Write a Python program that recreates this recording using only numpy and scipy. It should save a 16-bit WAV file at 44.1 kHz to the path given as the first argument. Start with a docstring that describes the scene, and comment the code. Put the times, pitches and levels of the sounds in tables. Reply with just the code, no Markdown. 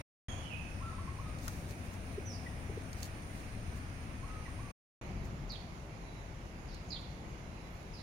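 """Pigeons feed on two park lawns, each heard after a short silence, over far traffic and a steady hiss.
By the fence, birds whistle from trees whose trunks scatter the calls, and beaks and feet tick in dry
leaves. A pigeon takes off with a clap of its wings while a distant vehicle drones past; three soft low
bumps follow, then snaps and rustles. From 5 s the microphone stands on the open lawn: the traffic
swells once, sparrows chirp on the right, and a few more snaps come from the grass."""
import sys
import numpy as np
from scipy import signal
from scipy.fft import rfft, irfft, next_fast_len
from scipy.io import wavfile
from scipy.ndimage import uniform_filter1d, map_coordinates

SR = 44100
rng = np.random.default_rng(int(sys.argv[2]) if len(sys.argv) > 2 else 0)


def digitize_waveform(pressure):
    """Quantize a signal to 16-bit integers and store it at the path in sys.argv[1].

    Rows of a 2-D input are taken as channels; values are limited to [-1, 1].
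    """
    field = np.atleast_2d(pressure).T
    bounded = np.clip(field, -1, 1)
    quanta = np.round(bounded * 32767).astype(np.int16)
    wavfile.write(sys.argv[1], SR, quanta)


N = 354034
TIME = np.arange(N) / SR


# Spectra of a dry snap, a wing clap and brushing feathers. Each row: frequency in Hz, relative dB.
SNAP_SPECTRUM = [(500, -28), (2000, -11.5), (4000, -2.5), (6600, 1), (8500, -6), (11000, -5), (15500, -14)]
CLAP_SPECTRUM = [(300, -35), (900, -3), (1350, 12.5), (2000, -3), (3500, -41), (8000, -28)]
RUSTLE_SPECTRUM = [(700, -21.5), (2000, -9.5), (4000, 2.5), (6500, 4.5), (8500, -1.5), (11000, -2),
                   (15500, -3)]
# Wingbeats leaving the microphone. Each row: peak time in seconds, level in dB.
WINGBEATS = [(1.707, -58), (1.86, -63.5), (1.937, -61), (2.13, -67.5)]

def take_off(crack_s=1.4806, crack_t60=.02):
    """A pigeon's wing tips meet with a crack and a hollow clap; feathers rustle through the next beats."""
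    crack = amp(-32.5) * (TIME >= crack_s) * plateau(crack_s, crack_s, 0, 60 / crack_t60)
    clap = amp(-41) * swell(1.4825, width_s=.0055)
    flurry = amp(-53.5) * plateau(1.446, 1.446, rise_db_per_s=300, fall_db_per_s=45.5)
    beats = sum(amp(db) * swell(s, width_s=.017) for s, db in WINGBEATS)
    return (pan(-1.8) * crack * grit(SNAP_SPECTRUM, spiky_db=3)
            + clap * grit(CLAP_SPECTRUM, spiky_db=.5)
            + (flurry + beats) * grit(RUSTLE_SPECTRUM, spiky_db=2.5))


# Beaks and feet in dry leaves. Each row: start in seconds, level in dB, left minus right in dB.
SNAPS = [(1.387, -48.5, 2), (2.931, -44, 1), (3.0266, -46.5, 3), (3.0302, -37, -12), (3.042, -45.5, 0),
         (3.053, -47, 6), (3.062, -49.5, 0.5), (5.521, -53.5, -7.5), (6.7452, -54, -5), (7.012, -60, -5),
         (7.8286, -60, -5)]
# The ring of a dry stalk. Each row: frequency in Hz, level against the snap in dB, t60 in seconds.
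STALK_MODES = [(4500, -7, .03), (6680, -7.5, .022)]
# Stirring in the grass. Each row: peak time in seconds, width in seconds, level in dB.
RUSTLES = [(2.985, .022, -59), (3.045, 0.033, -53.5), (3.38, .094, -64), (3.77, .025, -61),
           (5.258, .026, -64.5)]

def pigeons_feeding(snap_t60=.02):
    """Near the microphone, pigeons rustle the grass and snap dry stalks, which ring briefly."""
    snaps, rings = np.zeros((2, 2, N))
    t = np.arange(SR // 10) / SR
    for s, db, side_db in SNAPS:
        add(snaps, s, pan(side_db) * amp(db - 60 * t / snap_t60))
        for hz, mode_db, t60 in STALK_MODES:
            detuned_hz = hz * (1 + .02 * rng.standard_normal())
            ring = amp(db + mode_db - 60 * t / t60) * np.sin(2 * np.pi * detuned_hz * t)
            add(rings, s, pan(side_db) * ring)
    rustles = sum(amp(db) * swell(s, width) for s, width, db in RUSTLES)
    return snaps * grit(SNAP_SPECTRUM, spiky_db=3) + rings + rustles * grit(RUSTLE_SPECTRUM, spiky_db=3)


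def flock_pecking(gap_scale_s=1 / 9, tick_db=-63, spread_db=2, t60=.022):
    """The flock's beaks and feet tick faintly at random in the dry grass."""
    gap, size, side = rng.standard_normal((200, 3)).T
    starts = np.cumsum(np.abs(gap)) * gap_scale_s
    ticks, t = np.zeros((2, N)), np.arange(SR // 20) / SR
    for s, db, side_db in zip(starts, tick_db + spread_db * size, 2 * side):
        add(ticks, s, pan(side_db) * amp(db - 60 * t / t60))
    return ticks * grit(SNAP_SPECTRUM, spiky_db=1)


# Bumps on the first lawn. Each row: peak time in seconds, width in seconds, pitch in Hz, level in dB.
BUMPS = [(2.185, 0.0063, 401, -36), (2.7, 0.005, 406, -43), (2.778, 0.0038, 422, -37.5)]

def bumps():
    """Soft bumps near the centre, each a few cycles of one low, well-damped tone."""
    pulses = sum(amp(db) * swell(s, width) * np.cos(2 * np.pi * hz * (TIME - s))
                 for s, width, hz, db in BUMPS)
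    return pan(.8) * np.sqrt(2) * pulses


# Sparrows to the right of the open lawn. Each row: start in seconds, length in seconds, end pitch in Hz,
# level in dB, left minus right in dB, scatter against the direct call in dB.
CHIRPS = [(5.483, 0.079, 3340, -47.8, -8.5, -1), (6.668, 0.055, 3860, -61, -3, 9),
          (6.71, .04, 4110, -59.5, -7, 5), (6.888, .095, 3380, -44.5, -8, -4.5),
          (7.918, 0.08, 4020, -56.5, -6, 9)]
# The course of one chirp. Each row: share of its length, pitch from end (0) to top (1), relative dB.
CHIRP_SHAPE = [(0, 1, -21), (.15, .8, -15), (.19, .39, -1), (.42, .29, 1.5), (.58, .25, -6), (.7, .12, -4),
               (.92, .02, -1), (1, 0, -22)]

def sparrows(top_hz=6700, trill_hz=270, trill_depth=.068, rasp=.0404, flutter_db=4.2):
    """Steep falling chirps, made harsh by a fast trill in pitch and an uneven flutter in strength."""
    out, jitter, flutter = np.zeros((2, N)), wobble(600), wobble(350)
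    share, heights, levels = np.transpose(CHIRP_SHAPE)
    for s, length, end_hz, db, side_db, wet_db in CHIRPS:
        t = np.arange(int(length * SR)) / SR
        hz = end_hz + (top_hz - end_hz) * np.interp(t / length, share, heights)
        hz *= 1 + trill_depth * np.sin(2 * np.pi * trill_hz * t) + rasp * np.interp(s + t, TIME, jitter)
        strength_db = np.interp(t / length, share, levels) + flutter_db * np.interp(s + t, TIME, flutter)
        tone = amp(strength_db) * np.sin(2 * np.pi * np.cumsum(hz) / SR)
        add(out, s, amp(db) * pan(side_db) * among_trees(unit(tone), wet_db, near_db=2.5))
    return out


# Pips just right of centre. Each row: start in seconds, level in dB.
PIPS = [(.807, -49), (.921, -54.5), (.98, -48.5), (1.072, -48), (1.183, -50.5), (4.228, -51.5),
        (4.473, -53), (4.587, -55)]
# Held notes just left of centre. Each row: start in seconds, length in seconds, pitch in Hz, level in dB.
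HELD_NOTES = [(0.82, 0.13, 1339, -50), (1.206, 0.13, 1268, -57), (4.248, 0.184, 1282, -58.5),
              (4.628, 0.088, 1150, -55)]

def low_singer():
    """A low-voiced bird in the trees sings two phrases of rising pips and held, slightly arched notes."""
    out = np.zeros((2, N))
    pip_pitch = glide(length_s=.024, hz=980, bend=.19)
    for s, db in PIPS:
        add(out, s, amp(db) * pan(-2.2) * whistle(pip_pitch, quaver=.01, wet_db=-3.5))
    for s, length, hz, db in HELD_NOTES:
        pitch = glide(length, hz, bend=-.04, arch=.014)
        add(out, s, amp(db) * pan(2.5) * whistle(pitch, quaver=.014, wet_db=-3))
    return out


# A falling song by the fence. Each row: start in seconds, length in seconds, pitch in Hz,
# fall as a share of the pitch, level in dB.
SCALE_NOTES = [(0.272, 0.064, 3303, 0.0094, -50), (0.339, 0.1, 3324, 0.0097, -59),
               (0.415, .08, 3040, .04, -54), (.495, .07, 2748, .15, -47.5),
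               (0.532, .075, 2570, .025, -50.5)]

def scale_singer():
    """A bird well to the right of the microphone whistles down a scale of sagging notes."""
    out = np.zeros((2, N))
    for s, length, hz, fall, db in SCALE_NOTES:
        pitch = glide(length, hz, bend=-fall, arch=.006)
        add(out, s, amp(db) * whistle(pitch, quaver=.025, wet_db=.5))
    return pan(-14.5) * out


# Yips near the centre. Each row: start in seconds, level in dB.
YIPS = [(2.461, -50.5), (4.455, -51.5)]
# Birds far off to the right. Each row: start in seconds, length in seconds, pitch in Hz, level in dB.
FAR_NOTES = [(5.999, .26, 3920, -73), (7.422, .28, 3950, -75), (7.645, .16, 12000, -77)]

def other_birds(slide_from_hz=6040, slide_to_hz=4850, hold_s=.022, sag_hz_per_s=19500):
    """Two downslurred yips, a thin whistle that holds, slides down and levels off, and faint far notes."""
    out = np.zeros((2, N))
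    yip_pitch = glide(length_s=.018, hz=2022, bend=-.1, arch=.018)
    for s, db in YIPS:
        add(out, s, amp(db) * pan(1.8) * whistle(yip_pitch, quaver=.01, wet_db=-7))
    t = np.arange(int(.11 * SR)) / SR
    slide_pitch = np.clip(slide_from_hz - sag_hz_per_s * (t - hold_s), slide_to_hz, slide_from_hz)
    slide = whistle(slide_pitch, quaver=.012, wet_db=0, fade_db_per_s=66)
    add(out, 2.253, amp(-52.5) * pan(-7.5) * slide)
    for s, length, hz, db in FAR_NOTES:
        note = whistle(glide(length, hz), quaver=.012, wet_db=5, fade_db_per_s=20)
        add(out, s, amp(db) * pan(-8) * note)
    return out


# A whistle's octave overtone. Each row: the note's pitch in Hz, overtone against the note in dB.
OCTAVE_LEVELS = [(2900, -36.5), (3250, -5), (3400, -4), (3900, -60)]

def whistle(hz, quaver, wet_db, fade_db_per_s=0, quaver_rate=260):
    """One quavering note along the pitch curve hz, heard through the trees."""
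    t = np.arange(len(hz)) / SR
    drift = map_coordinates(rng.standard_normal(SR // 100), [t * quaver_rate])
    phase = 2 * np.pi * np.cumsum(hz * (1 + quaver * drift)) / SR
    envelope = np.abs(np.sin(np.pi * t / t[-1])) ** .41 * amp(-fade_db_per_s * t)
    octave = amp(along(OCTAVE_LEVELS, hz.mean())) * np.sin(2 * phase)
    return among_trees(unit(envelope * (np.sin(phase) + octave)), wet_db, near_db=-7.5)


# How long the grove holds a call. Each row: frequency in Hz, t60 in seconds.
GROVE_DECAY = [(300, .35), (2500, 0.87), (5000, 0.64), (12000, 0.33)]

def among_trees(call, wet_db, near_db, near_t60=.11):
    """A call reaches the microphone directly, off nearby trunks, and as the grove's long scatter."""
    hz, t, noise = signal.stft(rng.standard_normal((2, SR // 2)), SR, nperseg=256)
    tail = signal.istft(noise * amp(-60 * t / along(GROVE_DECAY, hz)[:, None]), SR, nperseg=256)[1]
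    near = rng.standard_normal(tail.shape) * amp(-60 * np.arange(tail.shape[1]) / SR / near_t60)
    paths = amp(wet_db) * tail / np.linalg.norm(tail[0]) + amp(near_db) * near / np.linalg.norm(near[0])
    paths[:, 0] += 1  # the direct path
    return signal.fftconvolve(call[None], paths / np.linalg.norm(paths[0]), axes=1)


# The spectrum of one distant vehicle. Each row: frequency in Hz, relative dB.
VEHICLE_DRONE = [(90, -46), (160, -1.5), (220, 0.5), (310, -1.5), (400, -8), (700, -10.5), (1100, -37.5)]

def vehicle():
    """A vehicle passes far from the fence; its drone comes up quickly and fades slowly."""
    passing = plateau(1.44, 2.97, rise_db_per_s=27, fall_db_per_s=10.5)
    return amp(-54.5) * passing * rush(VEHICLE_DRONE, FENCE_BALANCE, patchy_db=2.5)


# Engines, tyres and hiss by the fence and on the open lawn. Each row: frequency in Hz, relative dB.
FENCE_RUMBLE = [(11, -30.5), (18, -6), (91, 1), (146, -6.5), (259, -12), (343, -18.5), (380, -24),
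                (490, -45), (840, -120)]
FENCE_WASH = [(150, -26), (300, -6.5), (480, -3.5), (700, -2.5), (1000, -6), (1700, -7.5), (2400, -6.5),
              (2800, -11.5), (3400, -21), (6000, -50)]
FENCE_HISS = [(1500, -37), (3300, 2.5), (6300, 3.5), (6900, 0), (7500, -6), (8200, -7.5), (9200, 10),
              (10200, -4.5), (11500, -10), (15800, -12)]
LAWN_RUMBLE = [(11, -26.5), (18, -18.5), (38, 4.5), (54, 0), (113, -3), (152, -4), (193, -6), (269, -13.5),
               (343, -15), (380, -21), (490, -28), (840, -120)]
LAWN_WASH = [(150, -38), (320, -2), (450, -2.5), (700, -2.5), (1000, -5), (1700, -11), (2150, -8),
             (2800, -13), (3400, -24), (6000, -48.5)]
LAWN_HISS = [(1500, -17), (3300, 1.5), (6000, 0.5), (6800, 1.5), (7700, -11.5), (9700, -10.5),
             (10700, -3.5), (11800, -15), (15800, -17.5)]
# Which way the background leans at each spot. Each row: frequency in Hz, left minus right in dB.
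FENCE_BALANCE = [(50, 4), (250, 3.5), (450, -1.5), (700, -1.5), (1300, 0.5), (2500, -8.5), (3600, -1),
                 (6400, -6), (7800, 5), (9200, -2), (14000, -5)]
LAWN_BALANCE = [(50, 3.5), (200, 1.5), (550, -2.5), (1400, -0.5), (2600, -9), (4000, -5.5), (6700, -11),
                (7900, 0), (10600, -11.5), (14000, -8.5)]

def far_traffic(start_s, rumble, wash, hiss, balance, rumble_db, wash_db, hiss_db, settle_s=.15):
    """Uneven engine rumble, steady tyre wash and hiss; the recorder's level settles just after start_s."""
    recorder_db = 4 * np.exp(-np.maximum(TIME - start_s, 0) / settle_s)
    engines = amp(rumble_db + .61 * wobble(5)) * rush(rumble, balance, patchy_db=.28)
    tyres = amp(wash_db + recorder_db + .24 * wobble(6.5)) * rush(wash, balance, patchy_db=.87)
    hissing = amp(hiss_db + .55 * recorder_db + .3 * wobble(2.8)) * rush(hiss, balance, patchy_db=1.53)
    return engines + tyres + hissing


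# How alike distant noise is across the stereo microphone. Each row: frequency in Hz, correlation.
COHERENCE = [(40, 0.95), (180, 0.96), (350, 0.82), (700, 0.45), (1400, -0.3), (3000, 0.1), (12000, -.1)]

def rush(spectrum, balance, patchy_db):
    """Diffuse stereo noise with patches of random gain; the mean of its channels has rms 1."""
    bins = signal.stft(rng.standard_normal((2, N)), nperseg=512)[2]
    patches = uniform_filter1d(rng.standard_normal(bins.shape[1:]), size=5, axis=0)
    patches = uniform_filter1d(patches, size=14, axis=1)
    pair = signal.istft(bins * amp(patchy_db * unit(patches)), nperseg=512)[1][:, :N]

    def mid_side_gains(hz):
        angle = np.arccos(np.clip(along(COHERENCE, hz), -1, 1)) / 2
        return amp(along(spectrum, hz)) * [np.cos(angle), np.sin(angle)]

    mid, side = filtered(pair, mid_side_gains)
    stereo = filtered(np.array([mid + side, mid - side]), lambda hz: pan(along(balance, hz)))
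    return stereo / np.std(stereo.mean(axis=0))


def grit(spectrum, spiky_db):
    """Stereo noise of rms 1, broken into tiny grains."""
    grains = rng.standard_normal((2, N)) * amp(spiky_db * wobble(900))
    return unit(filtered(grains, lambda hz: amp(along(spectrum, hz))))


def glide(length_s, hz, bend=0, arch=0):
    """A pitch curve that moves by the share bend and bows up by the share arch on the way."""
    progress = np.linspace(0, 1, int(length_s * SR))
    return hz * (1 + bend * progress + arch * (1 - (2 * progress - 1) ** 2))


def swell(s, width_s):
    """A bell-shaped envelope around time s."""
    return np.exp(-np.minimum(((TIME - s) / width_s) ** 2, 100))


def plateau(start, end, rise_db_per_s, fall_db_per_s):
    """An envelope that rises to 1 at start, holds until end and falls away."""
    return amp(-rise_db_per_s * np.maximum(start - TIME, 0) - fall_db_per_s * np.maximum(TIME - end, 0))


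def wobble(rate):
    """A smooth random curve, rate knots a second."""
    return map_coordinates(rng.standard_normal(int(N * rate / SR) + 4), [TIME * rate])


def amp(db):
    """Decibels to gain."""
    return 10 ** (np.asarray(db) / 20)


def unit(x):
    """x at rms 1."""
    return x / np.sqrt(np.mean(x ** 2) + 1e-20)


def along(points, hz):
    """(Hz, value) points read on a log axis."""
    knots_hz, values = np.transpose(points)
    return np.interp(np.log(hz + 1), np.log(knots_hz + 1), values)


def filtered(x, response):
    """x through a gain that depends on frequency."""
    size = next_fast_len(N + SR // 2)
    return irfft(rfft(x, size) * response(np.fft.rfftfreq(size, 1 / SR)), size)[..., :N]


def pan(side_db):
    """Left and right gains of constant power; positive is left."""
    gains = amp(np.array([side_db, -side_db]).reshape(2, -1) / 2)
    return gains / np.sqrt(np.mean(gains ** 2, axis=0))


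def add(track, s, sound):
    """Mix a sound into the track at time s."""
    part = track[:, max(round(s * SR), 0):][:, :sound.shape[-1]]
    part += sound[..., :part.shape[1]]


def scene(move_s=4.85):
    """The microphone stands by the fence until move_s, then on the open lawn."""
    fence = far_traffic(STRETCHES[1][0], FENCE_RUMBLE, FENCE_WASH, FENCE_HISS, FENCE_BALANCE,
                        rumble_db=-43.5, wash_db=-55, hiss_db=-64)
    surge_db = 5.8 * swell(5.19, width_s=.28)
    lawn = far_traffic(STRETCHES[2][0], LAWN_RUMBLE, LAWN_WASH, LAWN_HISS, LAWN_BALANCE,
                       rumble_db=-47 + surge_db, wash_db=-55.5, hiss_db=-67)
    birds = low_singer() + scale_singer() + other_birds() + sparrows()
    background = np.where(TIME < move_s, fence + vehicle() + flock_pecking(), lawn)
    return pigeons_feeding() + take_off() + bumps() + birds + background


# When the microphone is open: an instant, the fence, the open lawn. 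Each row: start and end in seconds.
STRETCHES = [(0, .014), (.284, 4.713), (5.013, 8.1)]

def record(dry, cut_s=.0015, top_hz=15850):
    """The sound drops abruptly to silence between the stretches, and nothing above top_hz passes."""
    gate = sum((TIME >= start) * np.exp(-np.maximum(TIME - end, 0) / cut_s) for start, end in STRETCHES)
    return filtered(dry * uniform_filter1d(gate, size=40), lambda hz: hz < top_hz)


dry = scene()
out = record(dry)
digitize_waveform(out)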